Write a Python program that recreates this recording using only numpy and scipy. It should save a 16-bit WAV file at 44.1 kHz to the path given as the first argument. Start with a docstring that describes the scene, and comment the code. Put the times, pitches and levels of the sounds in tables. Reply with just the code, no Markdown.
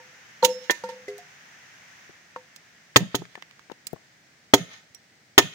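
"""Two hatchet chops a few steps away in a quiet wood, sticks clattering and ringing, then a hard chop,
a light one and two more hard ones right beside the microphone, which overloads. Chips tick, the trees
scatter the sounds back and the forest hisses faintly. Wood and steel are sums of decaying modes;
crushing, tearing and contacts are bursts of rough coloured noise; the trees are a noisy echo response."""
import sys
import numpy as np
from scipy import signal
from scipy.fft import rfft, irfft, next_fast_len
from scipy.io import wavfile

SR = 44100
rng = np.random.default_rng(int(sys.argv[2]) if len(sys.argv) > 2 else 0)


def put_to_file(sound):
    """Save the sound as 16-bit audio at rate SR, in the file named by the first command-line argument."""
    columns = np.atleast_2d(sound).T  # one column per channel
    safe = np.clip(columns, -1, 1)
    whole_steps = np.round(safe * 32767)
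    wavfile.write(sys.argv[1], SR, whole_steps.astype(np.int16))


N = 244314
TIME = np.arange(N) / SR
AGE = TIME[:SR // 2]  # seconds since the start of one short sound


def from_db(db):
    """Decibels to gain."""
    return 10 ** (np.asarray(db) / 20)


def rms_one(x):
    """Scale to unit rms."""
    return x / np.sqrt(np.mean(x ** 2) + 1e-20)


def at_hz(points, hz):
    """Read a table on a log-frequency axis."""
    table = np.array(points)
    return np.interp(np.log(hz + 1e-6), np.log(table[:, 0]), table[:, 1])


def add(out, start_s, sound, left_right_db=0):
    """Mix a sound in at a time and a side; positive is louder on the left."""
    start = max(round(start_s * SR), 0)
    sides = rms_one(from_db([[left_right_db / 2], [-left_right_db / 2]]))
    out[:, start:start + sound.shape[-1]] += (sides * sound)[:, :N - start]


def colour(x, gain):
    """Causal (minimum-phase) filter with the given gain per frequency bin."""
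    size = 2 * (len(gain) - 1)
    cepstrum = irfft(np.log(gain))
    # folding the cepstrum onto positive times makes the filter causal
    cepstrum[1:size // 2] *= 2
    cepstrum[size // 2 + 1:] = 0
    response = np.exp(rfft(cepstrum))
    return irfft(rfft(x, size) * response)[:len(x)]


def two_ports(pair, spectrum, likeness):
    """Colour two unrelated signals and blend them into left and right, as alike as the table says."""
    hz = np.fft.rfftfreq(2 * next_fast_len(pair.shape[-1]), 1 / SR)
    gain = rms_one(from_db(at_hz(spectrum, hz)))
    alike = np.clip(at_hz(likeness, hz), -.99, .99)
    mid = colour(pair[0], gain * np.sqrt((1 + alike) / 2))
    side = colour(pair[1], gain * np.sqrt((1 - alike) / 2))
    return np.array([mid + side, mid - side])


def rough_noise(shape, uneven_db):
    """Two unrelated noises of very uneven grain under one envelope."""
    grain = from_db(uneven_db * rng.standard_normal(len(AGE)))
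    return rng.standard_normal((2, len(AGE))) * grain * shape


# left-right likeness of blows and contacts: pitch_hz, correlation (held within +-0.99)
BLOW_LIKENESS = [(100, -0.94), (200, 0.94), (400, 0.41), (1000, 0.56), (2000, -0.39), (4000, -0.52),
                 (6500, 0.87), (12000, -2.3)]


def fracture(rise_s, length_s, spectrum, grain_db, steepness):
    """A swarm of tiny breaks of uneven size that swells and dies."""
    fall = np.exp(-(np.maximum(AGE - rise_s, 0) / length_s) ** steepness)
    swell = np.minimum(AGE / rise_s, 1) * fall
    breaks = two_ports(rough_noise(swell, grain_db), spectrum, BLOW_LIKENESS)
    return rms_one(breaks) * np.sqrt(np.mean(swell ** 2))


def contact(pitch_hz, length_s, below_db, above_db):
    """A brief contact: a hump in the spectrum that falls away over three octaves to either side."""
    hump = [(pitch_hz / 8, below_db), (pitch_hz / np.sqrt(2), 0),
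            (pitch_hz * np.sqrt(2), 0), (pitch_hz * 8, above_db)]
    return fracture(.0003, length_s, hump, grain_db=3, steepness=1)


def ring(modes, t60_share=1, attack_s=.0005, spread_hz=2000):
    """Decaying modes, slightly uneven in level; the high ones reach the two ports out of step."""
    out = 0
    for pitch_hz, level_db, t60_s in modes:
        height = pitch_hz / spread_hz
        apart = min(height, 1) ** 2 * np.pi / 4 * rng.choice([-1, 1]) * np.array([[1], [-1]])
        gain = from_db(level_db + rng.normal(0, .7) - 60 * AGE / (t60_s * t60_share))
        phase = apart + rng.normal(0, min(height, 2))
        out = out - gain * np.sin(2 * np.pi * pitch_hz * AGE + phase)
    return out * (1 - np.exp(-AGE / attack_s))


def struck(modes, favoured_hz, q):
    """The place and hardness of a contact favour some modes."""
    favoured = []
    for pitch_hz, level_db, t60_s in modes:
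        detuning = q * (pitch_hz / favoured_hz - favoured_hz / pitch_hz)
        favoured.append((pitch_hz, level_db - 10 * np.log10(1 + detuning ** 2), t60_s))
    return favoured


# left-right likeness of the distant hiss and the echoes: pitch_hz, correlation
HISS_LIKENESS = [(100, 0.9), (400, 0.8), (1000, 0), (2000, 0.2), (5000, 0)]
# the steady forest air, relative spectrum: pitch_hz, level_db per Hz
AIR = [(30, -37.5), (60, -16.5), (145, -4), (400, -13.5), (800, -13), (1050, -21.5), (2050, -9),
       (2600, -19), (5000, -16.5), (8000, -24), (12000, -41), (16000, -39.5)]
AIR_DB = -60


def hiss(spectrum):
    """Smooth, wide noise from far off, at unit rms."""
    return rms_one(two_ports(rng.standard_normal((2, N)), spectrum, HISS_LIKENESS))


# the far rush of the forest, relative spectrum: pitch_hz, level_db per Hz
RUSH = [(40, -30), (140, -5), (350, -16), (750, -4.5), (1150, -4.5), (1800, 5.5), (4300, -12), (6300, -5),
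        (8000, -21.5), (10200, -26.5), (12500, -31), (16000, -32.5)]
RUSH_DB, RUSH_DROPS_AT_S, RUSH_DROP_S = -51, 2.05, 0.18
RUSH_DROP_DB, RUSH_SINK_DB_PER_S = 4, 3


def far_rush():
    """The rush of the forest: steady noise at first, then a quick drop and a slow ebb in level."""
    since_s = np.maximum(TIME - RUSH_DROPS_AT_S, 0)
    drop_db = RUSH_DROP_DB * np.minimum(since_s / RUSH_DROP_S, 1)
    level_db = RUSH_DB - drop_db - RUSH_SINK_DB_PER_S * since_s
    return from_db(level_db) * hiss(RUSH)


# what the near trunks send back, relative spectrum: pitch_hz, level_db per Hz
TREES = [(100, -2), (400, -7), (600, 2), (900, -12), (1300, -1.5), (1800, -0.5), (3300, 3), (4500, 0),
         (6500, 3), (10000, -4.5), (16000, -10.5)]
# what the farther stand sends back, relative spectrum: pitch_hz, level_db per Hz
FAR_TREES = [(150, 1.5), (400, -27), (800, -2.5), (1000, -6), (1300, 5), (1700, 2), (2300, 7.5), (3300, 5),
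             (5000, 7.5), (8000, -2.5), (16000, -11)]


def echoes(shape, spectrum, uneven_db=6):
    """Many uneven paths among the trunks, as a coloured noise response."""
    paths = rms_one(rough_noise(shape, uneven_db))
    return two_ports(paths, spectrum, HISS_LIKENESS) / np.sqrt(len(AGE))


def forest(x, scatter_db=-25, t60_s=0.37, far_db=-34, far_s=0.19, far_width_s=0.053):
    """Trunks of all sizes scatter a thin, rough tail, and a farther stand answers late."""
    near_shape = from_db(-60 * AGE / t60_s) * (1 - np.exp(-(AGE / 0.02) ** 2))
    far_shape = np.exp(-np.abs(AGE - far_s) / far_width_s)
    near = from_db(scatter_db) * echoes(near_shape, TREES)
    far = from_db(far_db) * echoes(far_shape, FAR_TREES)
    return signal.fftconvolve(x, near + far, axes=1)[:, :N]


# chips, twigs and dry leaves snap: start_s, level_db, pitch_hz, left_right_db, ring_db (re level_db)
TICKS = [(1.1804, -36, 6510, -11, -15), (2.5615, -33, 5080, -7.5, -14), (3.253, -31.5, 1720, 5, -20),
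         (3.3539, -23, 1760, 4.5, -13.5), (3.4234, -26, 2066, -4.5, -17), (3.5108, -35, 1960, -8, -15),
         (3.5937, -35.5, 1980, -8, -20), (3.7179, -33.5, 2710, 6, -15), (3.8685, -22.5, 7300, -8, -20),
         (4.9469, -34.5, 5670, -9, -19.5)]
# noise level, ring decay; noise length at 5 kHz, longer for a brighter snap (power of pitch)
TICK_DB, TICK_RING_T60_S = -4.5, 0.054
TICK_LENGTH_S, TICK_LENGTH_POWER = 0.0033, 0.72


def ticks():
    """Bright crackles: a short burst of noise with a ring at the same pitch."""
    out = np.zeros((2, N))
    for start_s, level_db, pitch_hz, left_right_db, ring_db in TICKS:
        length_s = TICK_LENGTH_S * (pitch_hz / 5000) ** TICK_LENGTH_POWER
        snap = from_db(TICK_DB) * contact(pitch_hz, length_s, below_db=-13.5, above_db=-33)
        tone = ring([(pitch_hz, ring_db, TICK_RING_T60_S)])
        add(out, start_s, from_db(level_db) * (snap + tone), left_right_db)
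    return out


# dull bumps of wood, hands and boots: start_s, level_db, pitch_hz, left_right_db, ring_db (re level_db)
BUMPS = [(2.094, -39, 324, 5, -8), (2.361, -24.5, 1102, -0.5, -4.5), (3.219, -27.5, 414, -1.0, -6),
         (3.376, -36.5, 736, 14, -5), (3.698, -31, 930, 15.0, -3), (3.715, -27.5, 510, 15.5, -8),
         (3.93, -19.5, 320, 21.0, -8.5), (3.961, -40.5, 800, 9, -7)]
# noise level, ring decay; noise length at 1 kHz, longer for a lower bump (power of pitch)
BUMP_DB, BUMP_RING_T60_S = -3, .035
BUMP_LENGTH_S, BUMP_LENGTH_POWER = 0.0036, -0.23


def bumps():
    """Dull knocks: a short burst of noise with a ring at the same pitch."""
    out = np.zeros((2, N))
    for start_s, level_db, pitch_hz, left_right_db, ring_db in BUMPS:
        length_s = BUMP_LENGTH_S * (pitch_hz / 1000) ** BUMP_LENGTH_POWER
        bump = from_db(BUMP_DB) * contact(pitch_hz, length_s, below_db=-7, above_db=-42.5)
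        tone = ring([(pitch_hz, ring_db, BUMP_RING_T60_S)])
        add(out, start_s, from_db(level_db) * (bump + tone), left_right_db)
    return out


# modes of the long stick: pitch_hz, level_db, t60_s
STICK = [(197.2, -12.5, 0.56), (505.8, 1, 0.49), (918, 1, 0.21), (1100, -14.5, 0.058), (1391, -8, 0.11),
         (1825, -17.5, 0.22)]
# the long stick is struck or lands: start_s, level_db, favoured_hz, selectivity_q,
# t60_share (of the free ring time), turns_per_s, end_on_s, bright_db (of the noise burst)
STICK_KNOCKS = [(0.0, -35.5, 735, 1.2, 0.64, 1.065, 0.039, -67),
                (0.4282, -9, 713, 1.33, 0.79, 7.9, 0.047, -40),
                (0.837, -20, 596, 0.3, 0.7, 1.045, 0.066, -42.5),
                (0.889, -30, 700, 1.3, 0.8, 13.9, 0.026, -42),
                (2.3615, -28, 1164, 0.83, 0.47, 1.005, 0.095, -54)]
# modes of the short split piece: pitch_hz, level_db, t60_s
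PIECE = [(409, 0, 0.39), (506, -4, 0.29), (715, -11, 0.19), (2040, 14, 0.063)]
# the short piece bounces: same columns as the long stick's knocks
PIECE_KNOCKS = [(1.081, -28.5, 430, 1.54, 0.94, 0, .1, -43), (1.185, -29, 710, 11.6, 0.99, 0, .1, -51)]
# each knock carries a soft burst of bright noise at its own level
BRIGHT_HZ, BRIGHT_LENGTH_S, BRIGHT_LEFT_RIGHT_DB = 4000, .018, -14


def kindling(end_on_db=-15):
    """Dry sticks ring like xylophone bars, with bright noise; a tumbling one fades when end-on to us."""
    out = np.zeros((2, N))
    for modes, knocks in ((STICK, STICK_KNOCKS), (PIECE, PIECE_KNOCKS)):
        for start_s, level_db, favoured_hz, q, t60_share, turns, end_on_s, bright_db in knocks:
            facing = 1
            if turns > 1:  # tumbling: an end comes round twice a turn
                broadside = np.sin(2 * np.pi * turns * (AGE - end_on_s))
                facing = np.hypot(broadside, from_db(end_on_db))
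            knock = facing * ring(struck(modes, favoured_hz, q), t60_share, attack_s=0.001)
            bright = contact(BRIGHT_HZ, BRIGHT_LENGTH_S, below_db=-10, above_db=-40)
            add(out, start_s, from_db(level_db) * knock)
            add(out, start_s, from_db(bright_db) * bright, BRIGHT_LEFT_RIGHT_DB)
    return out


# modes of the steel head while the wood grips it: pitch_hz, level_db, t60_s
HEAD = [(3320, 2, .028), (4205, -1, .022), (5270, -3, .046), (6740, 6.5, .016)]
# the head, free of the wood, sings on in one mode: start_s, pitch_hz, level_db, t60_s
FREE_RINGS = [(.5, 5330, -38, .55), (4.947, 5660, -38.5, .075)]
HEAD_Q, HEAD_LEFT_RIGHT_DB = 15, -16


def pings(lag_s=0.0033):
    """The steel head rings at each chop, cut short while the wood grips it, and sings once it is free."""
    out = np.zeros((2, N))
    for start_s, *_, favoured_hz, head_db, _ in CHOPS:
        ping = ring(struck(HEAD, favoured_hz, HEAD_Q), attack_s=0.00041)
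        add(out, start_s + lag_s, from_db(head_db) * ping, HEAD_LEFT_RIGHT_DB)
    for start_s, *mode in FREE_RINGS:
        add(out, start_s, ring([mode], attack_s=.001), HEAD_LEFT_RIGHT_DB)
    return out


def roughened(tearing, count=28, level_db=-42, t60_s=0.0058):
    """The tearing is roughened by many very short rings at random high pitches."""
    pitches_hz = np.exp(rng.uniform(np.log(2200), np.log(13000), count))
    response = ring([(pitch_hz, level_db, t60_s) for pitch_hz in pitches_hz])
    response[:, 0] += 1  # the tearing itself passes through
    rough = signal.fftconvolve(tearing, response, axes=1)[:, :len(AGE)]
    return rms_one(rough) * np.std(tearing)


# the chopping block: pitch_hz, level_db, t60_s
BLOCK = [(289, 1, 0.072), (395, -2.5, 0.094), (485, -14, 0.11), (723, -10.5, 0.088), (905, -2.5, 0.056),
         (1260, -2.5, 0.043)]
# the ground's one low mode: pitch_hz, level_db, t60_s
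GROUND = [(127, 0.00072, 0.091)]
# the clank of the edge on a hard billet: pitch_hz, level_db, t60_s
EDGE = [(565.5, -10, .035), (814, -8.5, .035), (961, -11.5, 0.12), (1520, -6, 0.03), (1804, 1, 0.099),
        (1865, -6, .03), (2038, -5.5, 0.089), (2370, -13, 0.079), (3050, -19.5, .04), (3260, -16.5, 0.01)]
# wood crushed under the edge, relative spectrum before the tilt: pitch_hz, level_db per Hz
CRUSH = [(40, -24.5), (110, -11), (300, 6), (550, 4), (1000, 0.5), (1400, -4), (1850, 0.5), (2400, -6),
         (3500, -4), (6000, -28.5), (16000, -44.5)]
# a harder blow crushes brighter: dB per octave for each dB above the neutral strength
TILT_PER_DB, NEUTRAL_CRUSH_DB = 0.13, -10.5
# the low boom after a blow, relative spectrum: pitch_hz, level_db per Hz
BOOM = [(50, -29.5), (120, -4), (150, -4), (178, 1.5), (215, -12), (400, -25.5), (600, -24.5), (1000, -36),
        (3000, -61)]
BOOM_DB = -12.5  # relative to the ground thump
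# wood tearing along the grain, relative spectrum: pitch_hz, level_db per Hz
TEAR = [(300, -11), (1500, -10.5), (3100, -2.5), (4200, -1), (5200, -6.5), (6600, 1), (8000, -12),
        (10500, -11.5), (13000, -16.5), (16000, -16.5)]
SPLIT_RISE_S, SPLIT_LENGTH_S, SPLIT_LEFT_RIGHT_DB = 0.0037, .007, -12
# stray fibres tear before and after the split; level relative to it
FIBRES_DB, FIBRES_LENGTH_S = -18.5, 0.018


def chop(thud_db, clank_db, crush_db, length_s, ground_db, gives_s, split_db,
         boom_lag_s=0.034, boom_rise_s=0.014, boom_length_s=0.035):
    """The edge crushes wood, block and ground thud, fibres tear along the grain, a low boom follows."""
    out = np.zeros((2, SR))
    add(out, 0, from_db(thud_db) * ring(BLOCK, attack_s=0.00042))
    add(out, 0, from_db(ground_db) * ring(GROUND, attack_s=.003), left_right_db=-5.5)
    add(out, 0, from_db(clank_db) * ring(EDGE, attack_s=0.00023), left_right_db=-5.0)
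    tilt = TILT_PER_DB * (crush_db - NEUTRAL_CRUSH_DB)
    spectrum = [(hz, level_db + tilt * np.log2(hz)) for hz, level_db in CRUSH]
    crush = fracture(.0005, length_s, spectrum, grain_db=2.5, steepness=1.3)
    add(out, 0, from_db(crush_db) * crush, left_right_db=1)
    boom = fracture(boom_rise_s, boom_length_s, BOOM, grain_db=1, steepness=1.3)
    add(out, boom_lag_s, from_db(ground_db + BOOM_DB) * boom)
    split = fracture(SPLIT_RISE_S, SPLIT_LENGTH_S, TEAR, grain_db=4, steepness=1.2)
    add(out, gives_s, from_db(split_db) * roughened(split), SPLIT_LEFT_RIGHT_DB)
    fibres = fracture(gives_s + SPLIT_RISE_S, FIBRES_LENGTH_S, TEAR, grain_db=5, steepness=1.2)
    add(out, 0, from_db(split_db + FIBRES_DB) * roughened(fibres), SPLIT_LEFT_RIGHT_DB)
    return out


# chops, two a few steps away and four beside the microphone: start_s, block_thud_db, edge_clank_db,
# crush_db, crush_length_s, ground_thump_db, gives_s (until the wood gives), split_db,
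# favoured_head_hz, head_ring_db, sent_db (into the trees, relative to the direct sound)
CHOPS = [(0.4236, -46, -54, -32, 0.044, -64, .022, -8, 4300, -16, -0.5),
         (0.6968, -41, -12.5, -17.5, 0.01, -58, .008, -18, 3290, -14.5, 3.5),
         (2.9598, -11.5, -19.5, 1, 0.0057, -11, .002, -8, 6400, -22.5, -6),
         (3.145, -21.5, -50, -19.5, 0.0074, -25, .004, -19.5, 4300, -39, -1),
         (4.5358, -6, -26.5, -1, .0074, -18.5, .001, -8, 3514, 2.5, -1.5),
         (5.3787, -6.5, -10.5, 0, .011, -20.5, .001, -4, 5320, -0.5, -1.5)]


def hatchet():
    """All the chops, as heard directly and as sent out among the trees."""
    direct, sent = np.zeros((2, 2, N))
    for start_s, *blow, _, _, sent_db in CHOPS:
        sound = chop(*blow)
        add(direct, start_s, sound)
        add(sent, start_s, from_db(sent_db) * sound)
    return direct, sent


def scene():
    """Blows and small contacts among the trees, over the forest's hiss; the thin pings hardly carry."""
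    background = far_rush() + from_db(AIR_DB) * hiss(AIR)
    clatter = kindling() + ticks() + bumps()
    head = pings()
    chops, sent = hatchet()
    scattered = forest(sent + clatter + from_db(-20.5) * head)
    return chops + clatter + head + scattered + background


def record(dry, port_hz=15100, port_q=14, port_db=9, low_cut_hz=65, stop_hz=16900):
    """The microphone ports resonate at the very top, bass is cut, the closest blows overload the input."""
    port = signal.lfilter(*signal.iirpeak(port_hz, port_q, fs=SR), dry)
    heard = dry + from_db(port_db) * port
    low_cut = signal.butter(2, low_cut_hz, "high", fs=SR, output="sos")
    heard = signal.sosfilt(low_cut, heard)
    rounded = heard / (1 + heard ** 6) ** (1 / 6)  # soft limit at 1
    top_cut = signal.cheby2(14, 60, stop_hz, fs=SR, output="sos")  # 60 dB down from stop_hz up
    return signal.sosfilt(top_cut, .95 * rounded)


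dry = scene()
out = record(dry)
put_to_file(out)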